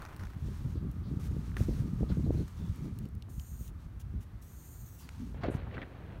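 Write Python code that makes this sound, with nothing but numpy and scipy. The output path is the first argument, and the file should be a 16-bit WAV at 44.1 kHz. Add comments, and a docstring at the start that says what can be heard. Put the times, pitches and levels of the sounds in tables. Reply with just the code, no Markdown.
"""Torch lighter on a lawn

A smoke fountain is set down on open grass and a gas torch lighter is held to its fuse, close to a
hand-held camera. The trigger clicks, the jet hisses twice with a drifting comb of peaks and notches,
and short puffs of gas escape in between. Wind and handling rumble in the microphone; a jacket rustles,
and at the end its sleeve drags over the microphone port."""
import sys
import numpy as np
from scipy import signal
from scipy.fft import rfft, irfft, next_fast_len
from scipy.io import wavfile
from scipy.ndimage import uniform_filter1d

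SR = 44100
rng = np.random.default_rng(int(sys.argv[2]) if len(sys.argv) > 2 else 0)


def dump(signal):
    """Clip the signal to [-1, 1] and save it as 16-bit WAV at the path in sys.argv[1]."""
    limited = np.clip(np.atleast_2d(signal).T, -1, 1)
    pcm = np.round(limited * 32767).astype(np.int16)
    wavfile.write(sys.argv[1], SR, pcm)


N = 273420
T = np.arange(N) / SR


# two burns at the fuse: t/s, length/s, level/dB, spit/dB, swell/dB, comb f/Hz at start, middle, end
BURNS = [(3.286, 0.425, -67, 4, 2, 6880, 6900, 6660), (4.411, 0.67, -66.5, 7, 1.5, 5960, 7050, 5060)]
# spectrum of the bare jet: f/Hz, level/dB
JET_SPECTRUM = [(200, -60), (800, -43), (2500, -7.5), (5000, -7), (7000, -3), (10000, -1), (12000, -3),
                (14000, -8.5), (15500, -0.5)]
# drifting peaks and notches in the hiss: multiple of the comb frequency, width/Hz, full gain/dB
JET_COMB = [(.985, 1600, 10.5), (1.15, 420, -14.5), (1.249, 1150, 8.5), (1.38, 700, -2), (.61, 500, 4.5),
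            (.79, 700, -3), (1.62, 1100, 2), (1.85, 900, 4.5), (2.05, 1300, 6.5)]
# steady resonances of the torch head: f/Hz, width/Hz, full gain/dB
HEAD_RESONANCES = [(6850, 1400, 3.5), (8450, 700, 2.5), (13100, 1800, 7.5), (13500, 280, 4.5),
                   (14100, 800, 3), (10900, 1700, -4.5)]
# the top of the jet brightens late in each burn: middle t/s, length/s, gain/dB, f/Hz, width/Hz
FLARES = [(3.645, .085, 9, 15200, 1100), (4.91, 0.18, 8, 15000, 1600)]

def torch(open_s=0.015, shut_s=0.035, spit_s=0.01, surge_db=2.5, flutter_db=1.06):
    """The close gas jet spits, swells and flares; a comb in its hiss rises, deepens and sinks again."""
    out = np.zeros(N)
    for s, length, jet_db, spit_db, swell_db, first_hz, middle_hz, last_hz in BURNS:
        hz, t, jet = signal.stft(noise(JET_SPECTRUM, grain_db=0.6), SR, nperseg=512)
        hz = hz[:, None]
        progress = np.clip((t - s) / length, 0, 1)
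        arch = 1 - (2 * progress - 1) ** 2
        bend_hz = middle_hz - (first_hz + last_hz) / 2
        comb_hz = first_hz + (last_hz - first_hz) * progress + bend_hz * arch
        strength = 0.4 + 0.58 * arch ** 1.4
        comb_db = sum(db * bump(hz, k * comb_hz, width) for k, width, db in JET_COMB)
        head_db = sum(db * bump(hz, at, width) for at, width, db in HEAD_RESONANCES)
        flare_db = sum(db * bump(hz, at, width) * bump(t, when, span)
                       for when, span, db, at, width in FLARES)
        colour = amp(strength * (comb_db + head_db) + flare_db + swell_db * arch)
        hiss = signal.istft(jet * colour, SR, nperseg=512)[1][:N]
        flow_db = spit_db * np.exp(-np.abs(T - s - open_s) / spit_s)
        flow_db += surge_db * bump(T, s + length - 0.056, 0.11)  # just before the valve shuts
        flow_db += flutter_db * wobble(35)
        out += bursts([(s, length, jet_db)], open_s, shut_s) * amp(flow_db) * hiss
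    return out


# gas let out at the lighter: t/s, length/s, level/dB
PUFFS = [(3.645, 0.063, -66), (3.994, 0.035, -60), (4.203, 0.047, -65.5), (4.985, 0.053, -63)]
# spectrum of a puff: f/Hz, level/dB
PUFF_SPECTRUM = [(200, -70), (1500, -17), (2800, 9), (3700, 3), (4700, 2), (5600, 4), (7200, 7.5),
                 (8300, -1), (9400, 6), (11800, 3.5), (14000, 0), (15600, 1)]

def puffs():
    """Gas escapes in short puffs as the valve opens or shuts."""
    return bursts(PUFFS, rise_s=0.0064, fall_s=0.015) * noise(PUFF_SPECTRUM)


# airy whistle at the end of the second burn: t/s, level/dB, f/Hz
VALVE_WHISTLE = [(4.97, -90, 4900), (5.01, -74, 4750), (5.045, -68, 4650), (5.085, -80, 4500)]

def valve():
    """The last of the gas sings in the narrowing valve."""
    return moving_band(VALVE_WHISTLE, width_hz=610)


# lighter, trigger and camera case, close by: t/s, body level/dB, body f/Hz, snap level/dB, snap f/Hz
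CLICKS = [(0.164, -55, 2900, -50, 9500), (0.171, -70, 2900, -56, 10500), (0.914, -78, 2900, -48, 11500),
          (1.5678, -37, 1520, -44, 7000), (2.7595, -70, 2900, -50.5, 10900),
          (2.9880, -54, 2820, -43.5, 11900), (3.055, -53, 2950, -53, 8000), (3.088, -72, 2900, -56, 9000),
          (3.1517, -72, 2930, -55, 8950), (3.2233, -46.5, 2880, -49, 4700),
          (3.3970, -42.5, 3040, -47, 4800), (3.6784, -58, 2960, -45.5, 7000),
          (5.0906, -39, 1500, -44.5, 3500)]
# modes of the plastic: multiple of the body frequency, gain/dB, t60/s
PLASTIC_MODES = [(.6, -11.5, 0.0059), (1, 2, 0.0084), (1.5, -0.5, 0.0053), (1.75, 15.5, 0.0014),
                 (2.4, 7, 0.00086)]

def clicks(contact_s=0.0003, snap_t60=0.0098, snap_octaves=2.3):
    """Each click rings the damped plastic body and adds a short bright snap."""
    out, t = np.zeros(N), np.arange(SR // 16) / SR
    contact = 1 - np.exp(-t / contact_s)
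    octave = np.log2(np.fft.rfftfreq(len(t), 1 / SR) + 1)
    for s, body_db, hz, snap_db, snap_hz in CLICKS:
        ring = sum(amp(db - 60 * t / t60) * np.sin(2 * np.pi * k * hz * t)
                   for k, db, t60 in PLASTIC_MODES)
        snap = short_noise(len(t), bump(octave, np.log2(snap_hz), snap_octaves))
        add(out, s, (amp(body_db) * ring + amp(snap_db - 60 * t / snap_t60) * snap) * contact)
    return out


# breeze at the microphone between gusts: t/s, strength/dB
BREEZE = [(0, -59), (.17, -55), (.36, -52), (1.0, -42.5), (1.55, -42), (2.0, -38.5), (2.42, -35.5),
          (2.48, -51.5), (2.95, -44), (3.2, -50.5), (3.46, -56.5), (3.7, -52.5), (4.2, -55), (4.45, -55.5),
          (5.1, -57), (5.4, -44), (5.65, -46), (5.9, -56), (6.2, -50.5)]
# gusts on top of it: middle t/s, length/s, rise/dB, tilt from rumble to eddies/dB
GUSTS = [(0.235, 0.096, 10, -5), (0.475, 0.21, 10.5, -2), (0.657, 0.17, 9, -0.5), (0.756, 0.081, 10, -1),
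         (0.85, 0.16, 7.5, 0.5), (1.012, 0.27, 1.5, 0.5), (1.148, 0.18, 5, 3.5), (1.324, 0.17, 6.5, -1),
         (1.62, 0.065, 9, -5), (1.704, 0.12, 5.5, -2.5), (1.814, 0.31, 3, 4), (2.027, 0.054, 10.5, 2),
         (2.116, 0.059, 8.5, -5.5), (2.191, 0.065, 6, 0), (2.28, 0.1, 5.5, 2.5), (2.382, 0.12, 4, 2.5),
         (2.632, 0.13, 12, -1), (2.706, 0.06, 12.5, -4), (2.85, 0.18, 8.5, 4.5), (3.038, 0.13, 5.5, 6),
         (3.16, 0.069, 7.5, -1.5), (3.302, 0.08, 9, 4), (3.392, 0.13, 5, -7), (3.536, .08, 7, -3),
         (3.614, 0.043, 10.5, -2), (3.727, 0.2, 5, -1.5), (3.865, 0.022, 10, -1.5), (3.969, 0.036, 6, -4),
         (4.064, 0.12, 5, -5), (4.162, 0.12, 15, -4.5), (4.351, 0.053, 6.5, -4.5),
         (4.837, 0.047, 8.5, -6.5), (5.06, 0.081, 8.5, 3.5), (5.22, 0.22, 6.5, 0.5)]
# spectra of the three wind layers, darkest first: f/Hz, level/dB
RUMBLE_SPECTRUM = [(12, -69), (25, -24), (38, -5), (52, 3), (85, 3), (120, -4), (200, -46), (600, -120)]
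BUFFET_SPECTRUM = [(20, -69), (50, 0.5), (100, 1), (150, 3.5), (230, -4.5), (320, -23.5), (450, -55),
                   (800, -60), (2500, -120)]
EDDY_SPECTRUM = [(60, -57), (150, -12.5), (260, 7), (390, -2), (520, -11), (750, -21), (1200, -41.5),
                 (4000, -100)]

def wind(usual_strength_db=-40, unrest_db=1):
    """Wind on the microphone rumbles, buffets and eddies; brighter layers grow faster in a gust."""
    middle, length, rise, tilt = np.transpose(GUSTS)
    excess_db = curves(BREEZE)[0] + swells(zip(middle, length, rise)) - usual_strength_db
    tilt_db = swells(zip(middle, length, tilt))

    def follow(base_db, growth):
        return amp(base_db + growth * excess_db + unrest_db * wobble(14))

    rumble = follow(-39.5, growth=0.65) * amp(-tilt_db) * turbulence(RUMBLE_SPECTRUM, steady_s=0.095)
    buffet = follow(-41, growth=1.076) * turbulence(BUFFET_SPECTRUM, steady_s=0.12)
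    eddy_gain = follow(-54, growth=1.24) * amp(tilt_db)
    eddies = unit(amp(3.3 * wobble(80)) * turbulence(EDDY_SPECTRUM, steady_s=0.095))
    return rumble + buffet + eddy_gain * eddies


# wind and handling, right on the camera: t/s, level/dB before trim, f/Hz, narrowness of the spectrum
THUMPS = [(0.368, -21, 102, 4.7), (0.429, -20.5, 85, 6.3), (0.486, -25.5, 190, 2.8), (0.663, -22, 126, 2.7),
          (0.758, -20, 161, 3.7), (0.779, -17, 91, 4), (0.829, -22, 150, 2.4), (0.87, -21.5, 170, 4),
          (1.139, -20.5, 183, 4.9), (1.173, -18, 106, 3.4), (1.304, -19, 78.5, 2.6), (1.367, -22, 170, 1.9),
          (1.394, -22, 129, 4.3), (1.607, -18.5, 200, 1.7), (1.615, -17, 80, 3.8), (1.687, -14, 215, 4),
          (1.693, -16.5, 191, 2), (1.806, -14.5, 102, 6.2), (1.858, -20, 182, 6.5), (1.936, -19, 165, 8.3),
          (2.009, -19.5, 214, 2.7), (2.032, -17.5, 234, 1.55), (2.102, -20.5, 205, 2),
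          (2.119, -23, 131, 2.2), (2.13, -35, 84.6, 3.6), (2.172, -19.5, 190, 2.1), (2.195, -18, 190, 4),
          (2.246, -19, 176, 7.7), (2.266, -17, 150, 1.4), (2.307, -10, 230, 2.2), (2.712, -25, 75.5, 3.8),
          (2.882, -25, 189, 4.1), (3.009, -25.5, 140, 4), (3.287, -42, 656, 4.1), (3.383, -20, 75, 1.9),
          (3.61, -33.5, 170, 1.6), (4.141, -28, 131, 1.6), (4.177, -27.5, 95, 6.3),
          (5.346, -33.5, 393, 2.3), (5.486, -13.5, 275, 5.6), (5.5013, -18, 290, 5.2),
          (5.552, -15.5, 109, 2.7)]

def thumps(trim_db=-6.0):
    """Each thump is one swing of pressure whose spectrum peaks at its pitch and trails off upward."""
    out, t = np.zeros(N), np.arange(-SR // 20, SR // 20) / SR
    for s, db, hz, narrowness in THUMPS:
        swing = (1 - 2j * np.pi * hz * t / narrowness) ** -(narrowness + 1)
        add(out, s + t[0], amp(db + trim_db) * swing.imag)
    return out


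# the sleeve leans on the camera and drags in pushes: t/s, length/s, level/dB
DRAGS = [(5.343, 0.89, -52.5), (5.433, 0.071, -39), (5.48, 0.18, -52), (5.725, 0.13, -52)]
# its hem scrapes over the case: t/s, length/s, level/dB
SCRAPES = [(5.408, 0.044, -53), (5.433, 0.02, -40.5), (5.446, 0.035, -52.5), (5.54, 0.013, -42),
           (5.816, 0.01, -45)]
# the cloth catches and slips: t/s, level/dB, t60/s, f/Hz
SLIPS = [(1.517, -46.5, 0.011, 1600), (1.543, -38.5, 0.009, 1600), (1.567, -35.5, 0.046, 1670),
         (2.114, -49, 0.15, 1560), (3.284, -50.5, 0.027, 1000), (5.343, -62, 0.036, 1500),
         (5.434, -35.5, 0.03, 1550), (5.456, -43, 0.043, 1340), (5.5405, -40, 0.04, 1000),
         (5.585, -63, 0.027, 1500), (5.742, -46.5, 0.082, 2500), (5.769, -38, 0.05, 1550),
         (5.779, -34, 0.03, 1550), (5.817, -36.5, 0.033, 2010), (5.827, -37.5, 0.051, 1750),
         (5.668, -40, 0.055, 850), (5.71, -48, .04, 1900), (6.101, -51, 0.04, 1600)]
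# spectra of drag, scrape and slip: f/Hz, level/dB
DRAG_SPECTRUM = [(30, -52), (100, 19.5), (250, 13.5), (550, 10), (1000, 1.5), (1600, 0.5), (2500, -5),
                 (4200, -15), (5200, -29), (8000, -41), (15500, -59)]
SCRAPE_SPECTRUM = [(300, -24), (900, 12), (1700, 3), (2600, -6), (4200, -5), (5800, -14), (7500, -25),
                   (10000, -34), (15500, -37)]
SLIP_SPECTRUM = [(50, -62), (200, 29), (700, 1), (1050, 6.5), (1600, 15), (2400, 1.5), (3300, -6.5),
                 (6000, -38), (9000, -39), (15500, -42)]

def sleeve():
    """Dull, gritty friction on the camera itself, broken by sudden slips and crisp scrapes."""
    pushes = bursts(DRAGS, rise_s=0.0016, fall_s=0.061)
    drag = pushes * friction(DRAG_SPECTRUM, per_s=1300, spread_db=0)
    scrapes = bursts(SCRAPES, rise_s=0.0033, fall_s=0.025) * noise(SCRAPE_SPECTRUM, grain_db=5.5)
    return drag + scrapes + catches(SLIPS, SLIP_SPECTRUM, usual_hz=1600)


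# low flutter as the sleeve nears the microphone port: t/s, length/s, level/dB
HOLLOW_FLUTTER = [(5.195, 0.11, -42)]
# squeak right on the port: t/s, level/dB, f/Hz
SQUEAK = [(5.432, -37, 803), (5.436, -40.5, 775), (5.446, -38, 664), (5.457, -36.5, 547), (5.464, -53, 520),
          (5.478, -48, 596), (5.503, -45, 569), (5.53, -53, 536)]

def port_scuff(jitter=0.071, tone_share=0.75):
    """The sleeve flutters hollowly, then sticks and slips across the port in a rough, falling squeak."""
    hollow = bursts(HOLLOW_FLUTTER, rise_s=0.0052, fall_s=0.061) * band_noise(238, width_hz=79)
    pitch_hz = curves(SQUEAK)[1] * (1 + jitter * wobble(500))
    tone = level(SQUEAK) * unit(np.sin(2 * np.pi * np.cumsum(pitch_hz) / SR))
    rasp = moving_band(SQUEAK, width_hz=260)
    return hollow + np.sqrt(tone_share) * tone + np.sqrt(1 - tone_share) * rasp


# the hand shifts on the fountain's cardboard tube, close by: t/s, length/s, level/dB
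GRIP_SHIFTS = [(-.02, 0.12, -51.5), (.08, 0.12, -52.5), (.19, 0.082, -52), (.29, 0.11, -60)]
# the tube crackles under the fingers: t/s, level/dB, t60/s, f/Hz
CRACKLES = [(.0205, -36, 0.01, 1200), (.0385, -59, 0.01, 1450), (.051, -40, 0.02, 1430),
            (.062, -48, 0.026, 1590), (.087, -51, 0.044, 1450), (.194, -50, 0.06, 1400),
            (.208, -52, 0.046, 1400), (.2355, -44, 0.02, 1450), (.252, -48, 0.028, 1500),
            (.269, -47.5, 0.015, 1700), (.302, -48, 0.011, 1300), (.334, -49, 0.013, 1500)]
# spectra of crunch and crackle: f/Hz, level/dB
CRUNCH_SPECTRUM = [(150, 13), (500, 0.5), (1000, 4), (1500, 1), (2400, -7.5), (4000, -18), (6500, -21),
                   (15500, -26)]
CRACKLE_SPECTRUM = [(200, -25), (800, -2.5), (1450, 6.5), (2300, -6.5), (3600, -16), (5600, -9.5),
                    (7500, -21), (11000, -21), (15500, -26)]

def grip():
    """Fingers crunch softly on the tube, which answers with short, papery crackles."""
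    shifts = bursts(GRIP_SHIFTS, rise_s=0.011, fall_s=0.035)
    crunch = shifts * friction(CRUNCH_SPECTRUM, per_s=690, spread_db=3.5)
    return crunch + catches(CRACKLES, CRACKLE_SPECTRUM, usual_hz=1450)


# the arm brushes jacket and grass beside the camera: t/s, length/s, level/dB
RUSTLES = [(.16, 0.23, -70), (.36, 0.13, -66.5), (.43, 0.23, -63), (.61, .19, -65), (.87, 0.18, -73),
           (1.04, 0.2, -69.5), (1.27, 0.65, -64), (1.85, 0.33, -66), (2.08, 0.27, -64.5),
           (2.3, 0.18, -60.5), (2.43, 0.494, -64), (2.87, 0.25, -69), (3.76, 0.14, -70), (4.98, 0.25, -64),
           (5.17, 0.22, -67)]
# quick swishes of the jacket: t/s, length/s, level/dB
SWISHES = [(1.196, 0.1, -59.5), (1.24, 0.063, -71.5), (1.566, 0.1, -55), (1.66, 0.18, -61.5),
           (2.478, 0.015, -49.5), (5.54, 0.048, -64)]
# cloth brushes on cloth: t/s, length/s, level/dB, f/Hz, width/Hz
BRUSHES = [(0.744, 0.097, -72, 4030, 2000), (1.03, 0.091, -68, 4230, 1800), (1.68, 0.11, -67.5, 5040, 1800),
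           (2.085, 0.061, -58.5, 3850, 2100), (2.235, 0.058, -68, 4170, 600),
           (2.322, 0.076, -72, 2400, 400), (2.355, 0.1, -67.5, 4150, 550), (2.574, .16, -72.5, 3550, 400),
           (2.734, .22, -73, 2260, 300), (5.5, 0.071, -64, 9100, 4000)]
# spectra of rustle and swish: f/Hz, level/dB
RUSTLE_SPECTRUM = [(100, -73), (300, -42), (900, 18.5), (1400, 14), (2200, 9), (4000, 7.5), (6500, 6.5),
                   (9000, 2.5), (12000, -2), (15500, -3)]
SWISH_SPECTRUM = [(100, -60), (500, 5), (1600, 7), (3000, 0), (6000, 1), (9000, -2.5), (12000, -5.5),
                  (15500, -8)]

def jacket():
    """Fine-grained rustle of the moving arm, with a few swishes and soft, pitched brushes."""
    folds = amp(1.14 * wobble(25))  # the cloth folds unevenly
    rustle = bursts(RUSTLES, rise_s=0.043, fall_s=0.071) * folds * noise(RUSTLE_SPECTRUM, grain_db=1.5)
    swishes = bursts(SWISHES, rise_s=0.0013, fall_s=0.026) * noise(SWISH_SPECTRUM, grain_db=1.5)
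    brushes = sum(bursts([(s, length, db)], rise_s=0.012, fall_s=0.055) * band_noise(hz, width)
                  for s, length, db, hz, width in BRUSHES)
    return rustle + swishes + brushes


# far-off outdoor air: t/s, level/dB
AIR_LEVEL = [(0, -58), (2.8, -61), (3.2, -61.5), (6.2, -61.5)]
# spectrum of that air: f/Hz, level/dB
AIR_SPECTRUM = [(60, 0), (300, 3), (500, -8), (800, -8.5), (1200, -8), (1700, -12), (2600, -19.5),
                (4500, -24), (7000, -28), (10000, -29.5), (15500, -31)]
# swells of a faint drone in the distance: middle t/s, length/s, level/dB
DRONE_SWELLS = [(.98, 0.73, -69), (1.444, 0.74, -70.5), (1.998, 0.57, -68), (2.795, 0.69, -72.5),
                (3.75, 0.45, -74.5)]

def garden():
    """Soft outdoor background in which a distant, narrow drone swells and fades."""
    drone_gain = swells([(s, length, amp(db)) for s, length, db in DRONE_SWELLS])
    drone = drone_gain * band_noise(1237, width_hz=170)
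    air = amp(curves(AIR_LEVEL)[0] + 0.37 * wobble(1.2)) * noise(AIR_SPECTRUM)
    return air + drone


def amp(db):
    """Decibels to gain."""
    return 10 ** (np.asarray(db) / 20)


def unit(x):
    """x at rms 1."""
    return x / np.sqrt(np.mean(x ** 2) + 1e-20)


def bump(x, centre, width):
    """A bell curve of height 1."""
    return np.exp(-2 * ((x - centre) / width) ** 2)


def along(points, hz):
    """Points of (f/Hz, value) read on a log axis."""
    f, values = np.transpose(points)
    return np.interp(np.log(hz + 1), np.log(f), values)


def curves(rows, t=T):
    """Each column after the time, read at times t."""
    s, *columns = np.transpose(rows)
    return [np.interp(t, s, column) for column in columns]


def level(rows):
    """Gain from rows of (t/s, level/dB, ...), silent outside their span."""
    inside = (T >= rows[0][0]) & (T <= rows[-1][0])
    return amp(curves(rows)[0]) * uniform_filter1d(inside * 1., size=300)


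def bursts(rows, rise_s, fall_s):
    """Envelope of flat, soft-edged bursts from rows of (t/s, length/s, level/dB)."""
    return sum(amp(db) * np.clip((T - s) / rise_s, 0, 1) * np.clip((s + length - T) / fall_s, 0, 1)
               for s, length, db in rows)


def swells(rows):
    """Sum of smooth arches from rows of (middle t/s, length/s, height)."""
    return sum(height * np.cos(np.pi * np.clip((T - s) / length, -.5, .5)) for s, length, height in rows)


def wobble(rate):
    """A smooth random curve, rate knots a second."""
    return signal.resample(rng.standard_normal(int(N * rate / SR) + 1), next_fast_len(N))[:N]


def add(track, s, sound):
    """Mix a sound into the track at time s."""
    part = track[max(round(s * SR), 0):][:len(sound)]
    part += sound[:len(part)]


def filtered(x, response):
    """x through a gain that depends on frequency."""
    size = next_fast_len(N + SR // 2)
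    return irfft(rfft(x, size) * response(np.fft.rfftfreq(size, 1 / SR)), size)[:N]


def noise(spectrum, grain_db=0):
    """Coloured noise of rms 1; grain_db clumps it into tiny crackles."""
    source = rng.standard_normal(N) * amp(grain_db * wobble(700))
    return unit(filtered(source, lambda hz: amp(along(spectrum, hz))))


def short_noise(samples, gains):
    """A scrap of noise of rms 1, shaped by one gain per frequency bin."""
    return unit(irfft(rfft(rng.standard_normal(samples)) * gains, samples))


def band_noise(centre_hz, width_hz):
    """Noise of rms 1 in one resonance."""
    return unit(filtered(rng.standard_normal(N), lambda hz: bump(hz, centre_hz, width_hz)))


def moving_band(rows, width_hz):
    """Noise in one resonance that follows rows of (t/s, level/dB, f/Hz)."""
    hz, t, white = signal.stft(rng.standard_normal(N), SR, nperseg=512)
    resonance = bump(hz[:, None], curves(rows, t)[1], width_hz)
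    band = signal.istft(white * resonance, SR, nperseg=512)[1][:N]
    return level(rows) * unit(band)


def turbulence(spectrum, steady_s):
    """Low noise whose strength stays even over spans longer than steady_s."""
    rough, span = noise(spectrum), int(steady_s * SR)
    power = uniform_filter1d(uniform_filter1d(rough ** 2, span), span)
    return rough / np.sqrt(np.abs(power) + 0.00058)


def friction(spectrum, per_s, spread_db):
    """Noise of rms 1 made of many tiny stick-slip ticks over a smooth hiss."""
    ticks = (rng.random(N) < per_s / SR) * rng.choice([-1, 1], N)
    sizes = amp(spread_db * np.minimum(rng.exponential(size=N), 3))
    source = unit(ticks * sizes) + 0.62 * rng.standard_normal(N)
    return unit(filtered(source, lambda hz: amp(along(spectrum, hz))))


def catches(rows, spectrum, usual_hz, rise_s=0.00046):
    """Sudden slips: each is decaying grit, its spectrum shifted from usual_hz to its own pitch."""
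    out, t = np.zeros(N), np.arange(SR // 5) / SR
    hz = np.fft.rfftfreq(len(t), 1 / SR)
    for s, db, t60, pitch_hz in rows:
        grit = short_noise(len(t), amp(along(spectrum, hz * usual_hz / pitch_hz)))
        fade = np.minimum(t / rise_s, 1) * amp(-60 * t / t60)
        add(out, s, amp(db) * unit(grit * fade) * np.sqrt(np.mean(fade ** 2)))
    return out


def scene():
    """One microphone over open grass, no echo: lighter and handling close by, the garden far behind."""
    handling = thumps() + grip() + jacket() + sleeve() + port_scuff()
    lighter = clicks() + torch() + puffs() + valve()
    return (lighter + wind() + handling + garden())[None]


# treble ripples of the camera's microphone port: f/Hz, width/Hz, gain/dB
PORT_RIPPLES = [(10400, 350, -5), (7520, 740, -2), (4990, 310, -2.5), (12160, 1400, 2.5)]

def record(dry):
    """The microphone port ripples the treble; the camera keeps nothing above its band limit."""
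    def response(hz, top_hz=15800):
        ripple_db = sum(db * bump(hz, at, width) for at, width, db in PORT_RIPPLES)
        return amp(ripple_db) * (hz < top_hz)

    return filtered(dry[0], response)[None]


dry = scene()
out = record(dry)
dump(out)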